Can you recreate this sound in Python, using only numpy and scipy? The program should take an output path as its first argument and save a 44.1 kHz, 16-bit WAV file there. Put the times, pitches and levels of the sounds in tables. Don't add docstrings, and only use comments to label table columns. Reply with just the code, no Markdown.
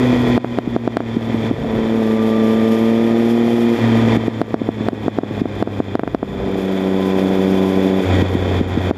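import sys
import numpy as np
from scipy import signal
from scipy.fft import rfft, irfft, next_fast_len
from scipy.io import wavfile
from scipy.ndimage import uniform_filter1d

SR = 44100
rng = np.random.default_rng(int(sys.argv[2]) if len(sys.argv) > 2 else 0)


def transcribe(u):
    v = np.clip(np.atleast_2d(u).T, -1, 1)
    q = np.round(v * 32767).astype(np.int16)
    wavfile.write(sys.argv[1], SR, q)


N = 395577
TIME = np.arange(N) / SR
POP_S, SHUT_S = 0.006, 0.1075
CYLINDERS = [1, -0.56, -0.22]
# cracked_open_s, rolled_on_s, snapped_shut_s
PULLS = [(1.482, 1.544, 3.72), (5.938, 6.18, 7.99)]


def exhaust_note(turns, firing_hz, throttle, bark_db):
    # pitch_hz, relative_db
    bark_colour = [(285, 4.5), (330, 0.5), (355, 7), (385, 4), (445, 5.5), (480, -3.5), (570, -3.5),
                   (590, -17), (670, -9), (780, -14.5), (900, -15.5), (1050, -32), (1500, -42)]

    def order_wave(k, waver_db):
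        slip = .45 * max(k - 4, 0) * drift(1.5)
        waver = from_db((waver_db + 0.35 * (throttle - 0.5)) * drift(40))
        return -np.cos(2 * np.pi * k * turns + slip) * waver

    boom, drone = boom_and_drone(firing_hz, throttle)
    low = boom * order_wave(1, waver_db=0.9) + drone * order_wave(2, waver_db=0.9)
    gains = {k: at_hz(bark_colour, k * firing_hz) for k in range(3, 14)}
    bark = sum(gain * order_wave(k, waver_db=0.5) for k, gain in gains.items())
    bark /= np.sqrt(sum(gain * gain for gain in gains.values()))
    return np.sqrt(2) * (low + bark * from_db(bark_db))


def boom_and_drone(firing_hz, throttle):
    # firing_hz, boom_coast_db, boom_pull_db, drone_coast_db, drone_pull_db
    pipe_tuning = [(93, -15, -32.5, -25, -18.5), (100.8, -17, -29.5, -19.5, -16.5),
                   (107.7, -19.5, -29, -17.5, -15), (118.3, -18, -30, -13, -15),
                   (118, -21.5, -25, -15.5, -15)]
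    boom_coast, boom_pull, drone_coast, drone_pull = from_db(look_up(pipe_tuning, firing_hz))
    suction = (1 - throttle) ** 1.9
    return throttle * boom_pull - suction * boom_coast, throttle * drone_pull - suction * drone_coast


def pops(crack_hz=1050, swell_s=0.0007):
    # time_s, level_db (over POP_S), sharpness_hz
    afterfires = [(0.378, 11, 840), (0.446, 0.5, 810), (0.587, 10, 920), (0.677, 0, 240), (0.764, 8.5, 700),
                  (0.877, 9.5, 770), (0.97, 10.5, 1250), (1.005, 1, 840), (1.17, 2.5, 241),
                  (1.346, -5.5, 260), (1.441, -10, 450), (1.513, -2.5, 360), (4.172, 0, 240),
                  (4.282, 6, 440), (4.416, 12.5, 910), (4.543, 12, 750), (4.618, 1.5, 362), (4.69, 9, 533),
                  (4.809, -3.5, 240), (4.886, 14, 1060), (4.932, 2, 383), (5.063, -3.5, 240),
                  (5.082, 10.5, 700), (5.187, 16, 710), (5.235, 4, 524), (5.312, -2.5, 240),
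                  (5.418, 11.5, 240), (5.457, 2.5, 583), (5.626, 14, 850), (5.675, 1, 670),
                  (5.803, 13, 573), (5.954, 10.5, 870), (5.995, 1, 990.0), (6.035, -0.5, 755.3),
                  (6.077, -3.5, 890), (6.148, 10, 816), (6.23, 1, 650), (8.225, -1.5, 300),
                  (8.354, -2.5, 260), (8.613, 2.5, 240), (8.776, -0.5, 300), (8.911, 16.5, 660)]
    out = np.zeros(N + SR)
    t = np.arange(-SR // 200, SR // 40) / SR
    outlet = signal.butter(1, 110, "high", fs=SR, output="sos")
    for time_s, level_db, sharp_hz in afterfires:
        angle = 2 * np.pi * sharp_hz * np.abs(t)
        crackle = 1 + 0.14 * rng.standard_normal(len(t))
        crack = (sharp_hz / crack_hz) ** 4 * np.exp(-angle) * crackle
        spike = 1 / np.cosh(angle) + crack
        lead_s = 0.00094 + 0.17 / sharp_hz
        swell = 0.34 * (crack_hz / sharp_hz) ** 0.4 * np.exp(-((t + lead_s) / swell_s) ** 2)
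        pop = signal.sosfilt(outlet, silencer(swell - spike / spike.max(), direct_db=-10))
        pop /= np.sqrt(np.sum(pop ** 2) / (POP_S * SR))
        start = round((time_s + t[0]) * SR)
        out[start:start + len(t)] += from_db(level_db) * pop
    return out[:N]


def burble(turns, soften_hz=620):
    # frequency_hz, relative_db
    gas_colour = [(25, -45), (55, -18), (90, -13), (150, -29), (250, 2), (380, -1), (520, -2.5),
                  (700, -17.5), (900, -15.5), (1400, -20.5), (3000, -71)]
    firings = np.flatnonzero(np.diff(np.floor(turns)))
    puffs = np.zeros(N)
    puffs[firings] = np.resize(CYLINDERS, len(firings)) + rng.standard_normal(len(firings))
    puffs = signal.sosfilt(signal.butter(4, soften_hz, fs=SR, output="sos"), puffs)
    gas = coloured(rng.standard_normal(N), gas_colour)
    return from_db(-6) * rms_one(silencer(puffs)) + from_db(-2) * gas


def chuffing():
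    # frequency_hz, relative_db
    chuff_colour = [(15, -49), (30, -23), (55, 5.5), (80, 0.5), (130, 7), (220, -9.5), (600, -64)]
    return coloured(rng.standard_normal(N), chuff_colour)


def silencer(x, direct_db=-20, echo_s=0.00442):
    # pitch_hz, width_hz, gain_db
    can_modes = [(270, 180, 5), (406, 340, -8.5), (680, 133, 4.5), (1370, 1400, 2.5)]
    ring = resonate(x, can_modes) + from_db(direct_db) * x
    t = TIME[:len(x)]
    return ring + 0.074 * np.interp(t - echo_s, t, ring, left=0)


def rasp_and_hiss(turns, rasp_db, hiss_db):
    # frequency_hz, relative_db
    rasp_colour = [(300, -25), (700, 6.5), (1050, -1), (1500, -1.5), (1900, 1), (2450, -1), (2900, -12.5),
                   (3150, -4.5), (3550, -2.5), (3900, -13), (5000, -15), (6200, -21.5), (8000, -27),
                   (15000, -53)]
    # frequency_hz, relative_db
    hiss_colour = [(1500, 3.5), (3400, 9), (4200, -0.5), (5100, 3.5), (6400, -2), (7000, -7.5), (7600, -7),
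                   (9300, -3.5), (10500, -5.5), (11700, 0.5), (13200, -4.5), (15500, -12)]
    # pitch_hz, width_hz, gain_db
    housing_modes = [(1010, 19, 6), (1919, 29, -0.5), (2427, 110, -4), (3153, 45, 2.5), (3408, 40, 3),
                     (3480, 18, 4), (6975, 157, 7.5)]
    spurts = 1 + 0.19 * np.cos(2 * np.pi * turns)
    rasp = coloured(clatter(turns, repeat=0.92), rasp_colour) * spurts * from_db(drift(70))
    hiss = coloured(clatter(turns, repeat=0.75), hiss_colour)
    hiss *= from_db(1.7 * drift(90) + 1.5 * drift(26))
    rasp = band_one(rasp + resonate(rasp, housing_modes), band_hz=(1400, 4000))
    hiss = band_one(hiss + resonate(hiss, housing_modes), band_hz=(8000, 15000))
    return from_db(rasp_db - 1.0) * rasp + from_db(hiss_db - 1.5) * hiss


def clatter(turns, repeat, size=1200):
    cycle = turns / len(CYLINDERS) % 1
    pattern = np.interp(cycle * size, np.arange(size), rng.standard_normal(size))
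    return rng.standard_normal(N) + repeat * pattern


def gear_whine(turns, firing_hz, teeth_per_firing=32 / 3, waver_db=2.0):
    # pitch_hz, gain_db
    casing = [(1000, -1.5), (1190, 2), (1220, -3), (1245, -8.5)]
    mesh = 2 * np.pi * teeth_per_firing * turns + .35 * drift(25)
    growl = from_db(waver_db * drift(15)) * np.sin(mesh / 2)
    whine = from_db(waver_db * drift(20)) * np.sin(mesh)
    return at_hz(casing, teeth_per_firing * firing_hz) * (whine + growl)


def throttle_opening(crack_opening=0.39, crack_s=0.046, roll_s=0.19):
    opening, held = np.zeros((2, N))
    for crack_at, roll_at, shut_at in PULLS:
        cracked = crack_opening * np.clip((TIME - crack_at) / crack_s, 0, 1)
        rolled = (1 - crack_opening) * (1 - np.exp(-np.maximum(TIME - roll_at, 0) / roll_s))
        grip = (TIME > crack_at) * np.clip(1 - (TIME - shut_at) / SHUT_S, 0, 1)
        opening += (cracked + rolled) * (grip > 0)
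        held += grip
    return np.clip(opening, 0, 1), held


def just_shut(settle_s=0.18):
    lull = np.zeros(N)
    for _, _, shut_at in PULLS:
        closing = np.clip((TIME - shut_at) / SHUT_S, 0, 1)
        lull += closing * np.exp(-np.maximum(TIME - shut_at - SHUT_S, 0) / settle_s)
    return lull


def from_db(db):
    return 10 ** (np.asarray(db) / 20)


def rms_one(x):
    return x / np.sqrt(np.mean(x ** 2) + 1e-20)


def band_one(x, band_hz):
    return x / np.std(signal.sosfilt(signal.butter(2, band_hz, "band", fs=SR, output="sos"), x))


def look_up(rows, control):
    steps, *columns = np.transpose(rows)
    return [np.interp(control, steps, column) for column in columns]


def at_hz(colour, hz):
    points_hz, db = np.transpose(colour)
    return from_db(np.interp(np.log(hz + 1e-9), np.log(points_hz), db))


def coloured(x, colour):
    size = next_fast_len(N)
    gains = at_hz(colour, np.fft.rfftfreq(size, 1 / SR))
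    return rms_one(irfft(rfft(x, size) * gains, size)[:N])


def drift(rate_hz):
    knots = rng.standard_normal(int(N / SR * rate_hz) + 2)
    return rms_one(np.interp(TIME * rate_hz, np.arange(len(knots)), knots))


def resonate(x, modes):
    out = 0
    for pitch_hz, width_hz, gain_db in modes:
        r = np.exp(-np.pi * width_hz / SR)
        poles = [1, -2 * r * np.cos(2 * np.pi * pitch_hz / SR), r * r]
        out += from_db(gain_db) * (1 - r * r) / 2 * signal.lfilter([1, 0, -1], poles, x + 1e-18)
    return out


def limiter(x, ceiling_db=-9.0, release_s=0.54):
    level = np.sqrt(np.abs(uniform_filter1d(x ** 2, int(POP_S * SR))) + 1e-12)
    cut = np.maximum(1 - from_db(ceiling_db) / level, 1e-9)
    fading_cut = np.exp(np.maximum.accumulate(np.log(cut) + TIME / release_s) - TIME / release_s)
    return x * (1 - uniform_filter1d(fading_cut, size=90))


def scene():
    # time_s, firing_hz
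    engine_speed = [(0, 124.4), (0.8, 117.3), (1.1, 114), (1.8, 111.2), (1.95, 112.9), (2.05, 110.4),
                    (2.45, 110.9), (2.8, 112.8), (3.4, 117), (3.65, 117.3), (3.82, 115), (4.15, 113),
                    (5.85, 99.4), (6.45, 97.2), (6.65, 95.3), (7.97, 95.2), (8.12, 92.8), (8.97, 91.2)]
    # opening (0-1), bark_db, burble_db, chuff_db, rasp_db, hiss_db, whine_db
    load_mix = [(0, -25.5, -17.5, -25, -28, -52.5, -37), (.35, -32.5, -23.5, -24, -35.5, -57, -48),
                (.85, -22, -18, -23.5, -32, -56, -49), (1, -18.5, -23.5, -47, -33.5, -51, -33.5)]
    firing_hz, = look_up(engine_speed, TIME)
    turns = np.cumsum(firing_hz * (1 + 0.001467 * drift(40))) / SR
    octaves = np.log2(firing_hz / 108)
    opening, held = throttle_opening()
    lull = just_shut()
    pulling = np.array(look_up(load_mix, opening))
    coasting = np.array(look_up(load_mix, [0]))
    levels = held * pulling + (1 - held) * coasting
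    bark_db, burble_db, chuff_db, rasp_db, hiss_db, whine_db = levels
    note = exhaust_note(turns, firing_hz, opening * held, bark_db - 5.5 * octaves)
    rough = from_db(burble_db - 8 * octaves - 3 * lull) * burble(turns)
    chuff = from_db(chuff_db - 10 * octaves - 15 * lull) * chuffing()
    treble = rasp_and_hiss(turns, rasp_db - 1.5 * octaves, hiss_db - 3 * octaves)
    whine = from_db(whine_db) * gear_whine(turns, firing_hz)
    return (note + rough + chuff + treble + whine + pops())[None]


def record(dry, cutoff_hz=15300):
    clipped = np.clip(limiter(dry[0]), -1, 1)
    return signal.sosfilt(signal.ellip(10, .1, 90, cutoff_hz, fs=SR, output="sos"), clipped)[None]


dry = scene()
out = record(dry)
transcribe(out)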